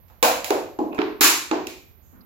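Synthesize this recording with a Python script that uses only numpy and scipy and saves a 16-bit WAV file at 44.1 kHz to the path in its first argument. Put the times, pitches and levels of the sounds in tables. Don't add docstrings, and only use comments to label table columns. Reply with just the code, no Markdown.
import sys
import numpy as np
from scipy import signal
from scipy.fft import rfft, irfft
from scipy.io import wavfile

SR = 44100
rng = np.random.default_rng(int(sys.argv[2]) if len(sys.argv) > 2 else 0)


def dump_mix(stems):
    frames = np.atleast_2d(stems).T
    limited = np.clip(frames, -1, 1)
    pcm = np.round(limited * 32767).astype(np.int16)
    wavfile.write(sys.argv[1], SR, pcm)


N = 99225
T = np.arange(N) / SR
BLOW_T = T[:SR]
HZ = np.maximum(np.arange(SR + 1) / 2, 1)

# (frequency [Hz], relative level [dB])
ROOM_TONE = [(25, -45.5), (50, -27.5), (75, -22.5), (120, -32), (300, -44.5), (700, -47.5), (2000, -56),
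             (6000, -67.5), (9000, -80), (11000, -68.5), (12000, -67.5), (13000, -64), (16000, -58.5)]
# (time [s], thump gain [dB], thump centre [Hz], knock gain [dB], knock centre [Hz], crack gain [dB],
#  crack tilt [dB/octave], crack bottom [Hz], crack top [Hz], direct crack boost [dB], spring gain [dB])
CONTACTS = [ (0.081, -77, 300, -61, 700, -44, -4.5, 2000, 8950, 11, -65),
            (0.099, -73, 300, -41, 800, -46, -8, 700, 7900, 14, -63),
            (0.2269, -6.5, 237, 3.5, 734, 0, -2, 700, 17550, 13.5, -6.5),
            (0.4434, -48, 300, -18.5, 800, -15, -1.5, 1800, 16000, 16.5, -25),
            (0.5045, -3, 390, -3, 650, -13, -4, 600, 15000, 20.5, -37.5),
            (0.7884, -1, 283, -8.5, 700, -32, -3, 600, 7800, 14.5, -60),
            (0.929, -18, 330, -19, 850, -35.5, -7, 900, 4000, 22.5, -35),
            (0.946, -46, 330, -41, 850, -33, -3.5, 900, 13960, 14.5, -51),
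            (0.980, -29.5, 330, -14, 1120, -17, -6.5, 800, 3840, 10.5, -42.5),
            (0.988, -0.5, 328.2, -15.5, 934, -15.5, -5, 700, 4660, 18, -36),
            (1.0159, -13, 304.4, -29, 964, -19.5, -6, 700, 4920, 24, -34),
            (1.208, -5, 320, -12.5, 950, 2, 0, 700, 17000, 7, -9.5),
            (1.232, -30, 320, -11.5, 1000, 3, 0.5, 700, 11390, -9.5, -12),
            (1.5123, -3.5, 335, -7.5, 880, -13.5, -5.5, 700, 6960, 19.5, -42.5),
            (1.6692, -51.5, 330, -42.5, 800, -18.5, -4, 2200, 15000, 20.5, -23),
            (2.127, -46.5, 260, -46, 800, -54.5, -15, 700, 2960, -2.5, -63.5)]
# (frequency [Hz], gain [dB])
PANEL_RESPONSE = [(60, -19), (120, -16), (170, 2), (215, 3), (260, 1.5), (320, 4), (370, 10), (440, 2),
                  (560, -23), (1200, -55.5)]
BOX_RESPONSE = [(150, -5.5), (380, -20.5), (510, 7.5), (720, 6.5), (1000, 3.5), (1300, -9.5), (1650, -15),
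                (1900, -13), (2200, -28.5), (5000, -60)]
HOUSING_RESPONSE = [(200, 4.5), (620, -26), (850, 0), (1100, 4), (1480, 3), (1900, 0.5), (2150, 1),
                    (2500, 4), (3200, -1.5), (3900, 1), (4800, 0), (6000, -0.5), (7400, 3.5), (8200, -11),
                    (9500, -5), (11000, -0.5), (15500, 1.5)]
# (frequency [Hz], relative level [dB])
PANEL_MODES = [(253, -5.5), (283, -8), (305, -2), (327, -2), (370, -5), (406, -5.5), (431, -2.5)]
SPRING_MODES = [(2288, -3.5), (2352, 2), (2405, 1), (2447, -5), (2520, -18), (2640, -12.5)]
# (frequency [Hz], relative level [dB], time to fall 60 dB [s])
BOX_MODES = [(478.4, -2.5, .42), (515, -6, 0.59), (608.6, -18, .45), (648.5, -7, 0.4), (676, -6.5, .35),
             (742, -3, .42), (844, -6, 0.26), (831, -2.5, .3), (918, -12, .4), (911, -4.5, 0.18),
             (996, -7.5, .42), (1070, -8.5, .45)]
# (frequency [Hz], time to fall 60 dB [s])
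ROOM_T60 = [(100, .6), (300, 0.66), (700, 0.47), (1500, 0.46), (3000, 0.45), (6500, 0.44), (10000, 0.41),
            (15000, 0.31)]
# (frequency [Hz], left-right correlation [0-1])
ROOM_LIKENESS = [(100, 1), (300, 0.44), (600, 0.88), (1200, 0.17), (12000, .03)]
# (time [s], length [s], level on the right [dB], centre [Hz], width [Hz])
SMALL_NOISES = [(0.916, 0.084, -47, 2600, 300), (2.02, 0.2, -67, 6730, 1400),
                (2.125, 0.18, -50.5, 230, 130), (2.132, 0.15, -59, 1206, 872),
                (2.208, 0.0165, -57.5, 4580, 700)]

LEFT_LAG_S, DIRECT_LEFT_DB, ROOM_LEFT_DB = 0.00028, -12, -1
PANEL_T60_S, SPRING_T60_S = .46, .55
PANEL_RING_DB, BOX_RING_DB, SPRING_RING_DB = -20, -18.5, -26.5
PANEL_DIRECT_DB, BOX_DIRECT_DB, FLEX_DB = 1.5, -1.5, -10.5
CUTOFF_HZ = 16000


def from_db(db):
    return 10 ** (np.asarray(db) / 20)


def at_hz(points, hz):
    frequencies, values = np.transpose(points)
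    return np.interp(np.log(hz), np.log(frequencies), values)


def left(db):
    return np.array([[from_db(db)], [1]])


def power_sum(*curves_db):
    return 10 * np.log10(sum(from_db(curve) ** 2 for curve in curves_db) + 1e-20)


def colour(x, curve_db):
    cepstrum = irfft(np.log(from_db(curve_db) + 1e-5))
    cepstrum[1:SR] *= 2
    cepstrum[SR + 1:] = 0
    response = irfft(np.exp(rfft(cepstrum)))[:SR // 10]
    return signal.fftconvolve(x, response[None], axes=1)[:, :x.shape[1]]


def band_noise(hz, width_hz):
    band = colour(rng.standard_normal((2, N)), -20 * np.log10(1 + (2 * (HZ - hz) / width_hz) ** 2))
    return band / band.std()


def dying(t, t60, bend=1.173):
    return from_db(-60 * (np.maximum(t, 0) / t60) ** bend)


def room_tone(gain_db=-1.5):
    return colour(rng.standard_normal((2, N)), at_hz(ROOM_TONE, HZ) + gain_db) * left(-5.5)


def whine(hz=12000.5, ripple_hz=120, ripple_depth=.33):
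    ripple = 1 + ripple_depth * np.sin(2 * np.pi * ripple_hz * T)
    tone = np.sqrt(2) * np.sin(2 * np.pi * hz * T) * ripple
    hiss = band_noise(hz, width_hz=700)
    return (from_db(-59) * tone + from_db(-66.5) * hiss) * left(-21)


def strike_focus(centre_hz, steepness_db, max_loss_db=11.5):
    return -np.minimum(steepness_db * np.log2(HZ / centre_hz) ** 2, max_loss_db)


def crack_band(tilt_db, bottom_hz, top_hz):
    slope = tilt_db * np.log2(np.maximum(HZ, 800) / 2000)
    roll_off = 10 * np.log10(1 + (HZ / top_hz) ** 10 + (bottom_hz / HZ) ** 8)
    return slope - roll_off


def direct_burst(decay_s, rise_s=0.00087):
    burst = rng.standard_normal(SR) * np.exp(-(BLOW_T / decay_s) ** 2) * (1 - np.exp(-BLOW_T / rise_s))
    delayed = np.interp(BLOW_T - LEFT_LAG_S, BLOW_T, burst)
    return np.array([delayed, burst]) * left(DIRECT_LEFT_DB)


def room_tail(build_s=0.0012, hold_s=0.024):
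    edges_hz = np.concatenate([[0], np.geomspace(200, 14000, 12), [SR]])
    bins_hz = HZ[::2]
    mid, side = rfft(rng.standard_normal((2, SR)))
    alike = at_hz(ROOM_LIKENESS, bins_hz)
    spectrum = np.sqrt((1 + alike) / 2) * mid + np.sqrt((1 - alike) / 2) * side * [[1], [-1]]
    tail = 0
    for low, high in zip(edges_hz, edges_hz[1:]):
        t60 = at_hz(ROOM_T60, np.sqrt((low + 1) * min(high, CUTOFF_HZ)))
        band = irfft(spectrum * ((bins_hz >= low) & (bins_hz < high)))
        tail += band * dying(BLOW_T - hold_s, t60)
    return tail * (1 - np.exp(-BLOW_T / build_s)) * left(ROOM_LEFT_DB)


def ringing(modes, drive_db, spread_db=1, swell_s=0.00068):
    ring = 0
    for hz, db, t60 in modes:
        size, skew = rng.standard_normal(2)
        left_shift = 2 * np.pi * hz * LEFT_LAG_S + skew * np.sqrt(1 - at_hz(ROOM_LIKENESS, hz))
        phase = 2 * np.pi * (hz * BLOW_T + rng.random())
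        gain = from_db(db + np.interp(hz, HZ, drive_db) + spread_db * size)
        ring += gain * dying(BLOW_T, t60) * np.sin([phase - left_shift, phase])
    return ring * (1 - np.exp(-BLOW_T / swell_s)) * left(ROOM_LEFT_DB)


def panel_flex(hz, rise_s=.003, decay_s=0.0089):
    t = np.maximum(BLOW_T - np.array([[LEFT_LAG_S], [0]]), 0)
    envelope = np.exp(-t / decay_s) * (1 - np.exp(-t / rise_s))
    return np.sin(2 * np.pi * hz * t) * envelope * left(DIRECT_LEFT_DB / 2)


def switches(noise_db=-13):
    track = np.zeros((2, N + SR))
    panel_modes = [(hz, db, PANEL_T60_S) for hz, db in PANEL_MODES]
    spring_modes = [(hz, db, SPRING_T60_S) for hz, db in SPRING_MODES]
    for (time_s, thump_db, thump_hz, knock_db, knock_hz,
         crack_db, tilt_db, bottom_hz, top_hz, direct_db, spring_db) in CONTACTS:
        thump = thump_db + strike_focus(thump_hz, steepness_db=21.5)
        knock = knock_db + strike_focus(knock_hz, steepness_db=6.5)
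        crack = crack_db + crack_band(tilt_db, bottom_hz, top_hz)
        panel = at_hz(PANEL_RESPONSE, HZ) + thump
        box = at_hz(BOX_RESPONSE, HZ) + knock
        housing = at_hz(HOUSING_RESPONSE, HZ) + crack
        cabinet = power_sum(panel + PANEL_DIRECT_DB, box + BOX_DIRECT_DB)

        near = colour(direct_burst(decay_s=.0036), housing + direct_db)
        near += colour(direct_burst(decay_s=0.022), cabinet)
        room = colour(room_tail(), power_sum(panel, box, housing))
        rings = ringing(panel_modes, thump + PANEL_RING_DB)
        rings += ringing(BOX_MODES, knock + BOX_RING_DB)
        rings += ringing(spring_modes, np.full_like(HZ, spring_db + SPRING_RING_DB))
        flex = from_db(thump_db + FLEX_DB) * panel_flex(thump_hz)
        start = int(time_s * SR)
        track[:, start:start + SR] += from_db(noise_db) * (near + room) + rings + flex
    return track[:, :N]


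def creak_and_handling():
    track = 0
    for time_s, length_s, db, hz, width_hz in SMALL_NOISES:
        progress = np.clip((T - time_s) / length_s, 0, 1)
        swell = np.sin(np.pi * np.sqrt(progress))
        track += from_db(db) * swell * band_noise(hz, width_hz)
    return track * left(-2)


def scene():
    return switches() + creak_and_handling() + room_tone() + whine()


def record(dry):
    lowpass = signal.ellip(12, .1, 70, CUTOFF_HZ, fs=SR, output="sos")
    return signal.sosfilt(lowpass, np.tanh(dry))


dry = scene()
out = record(dry)
dump_mix(out)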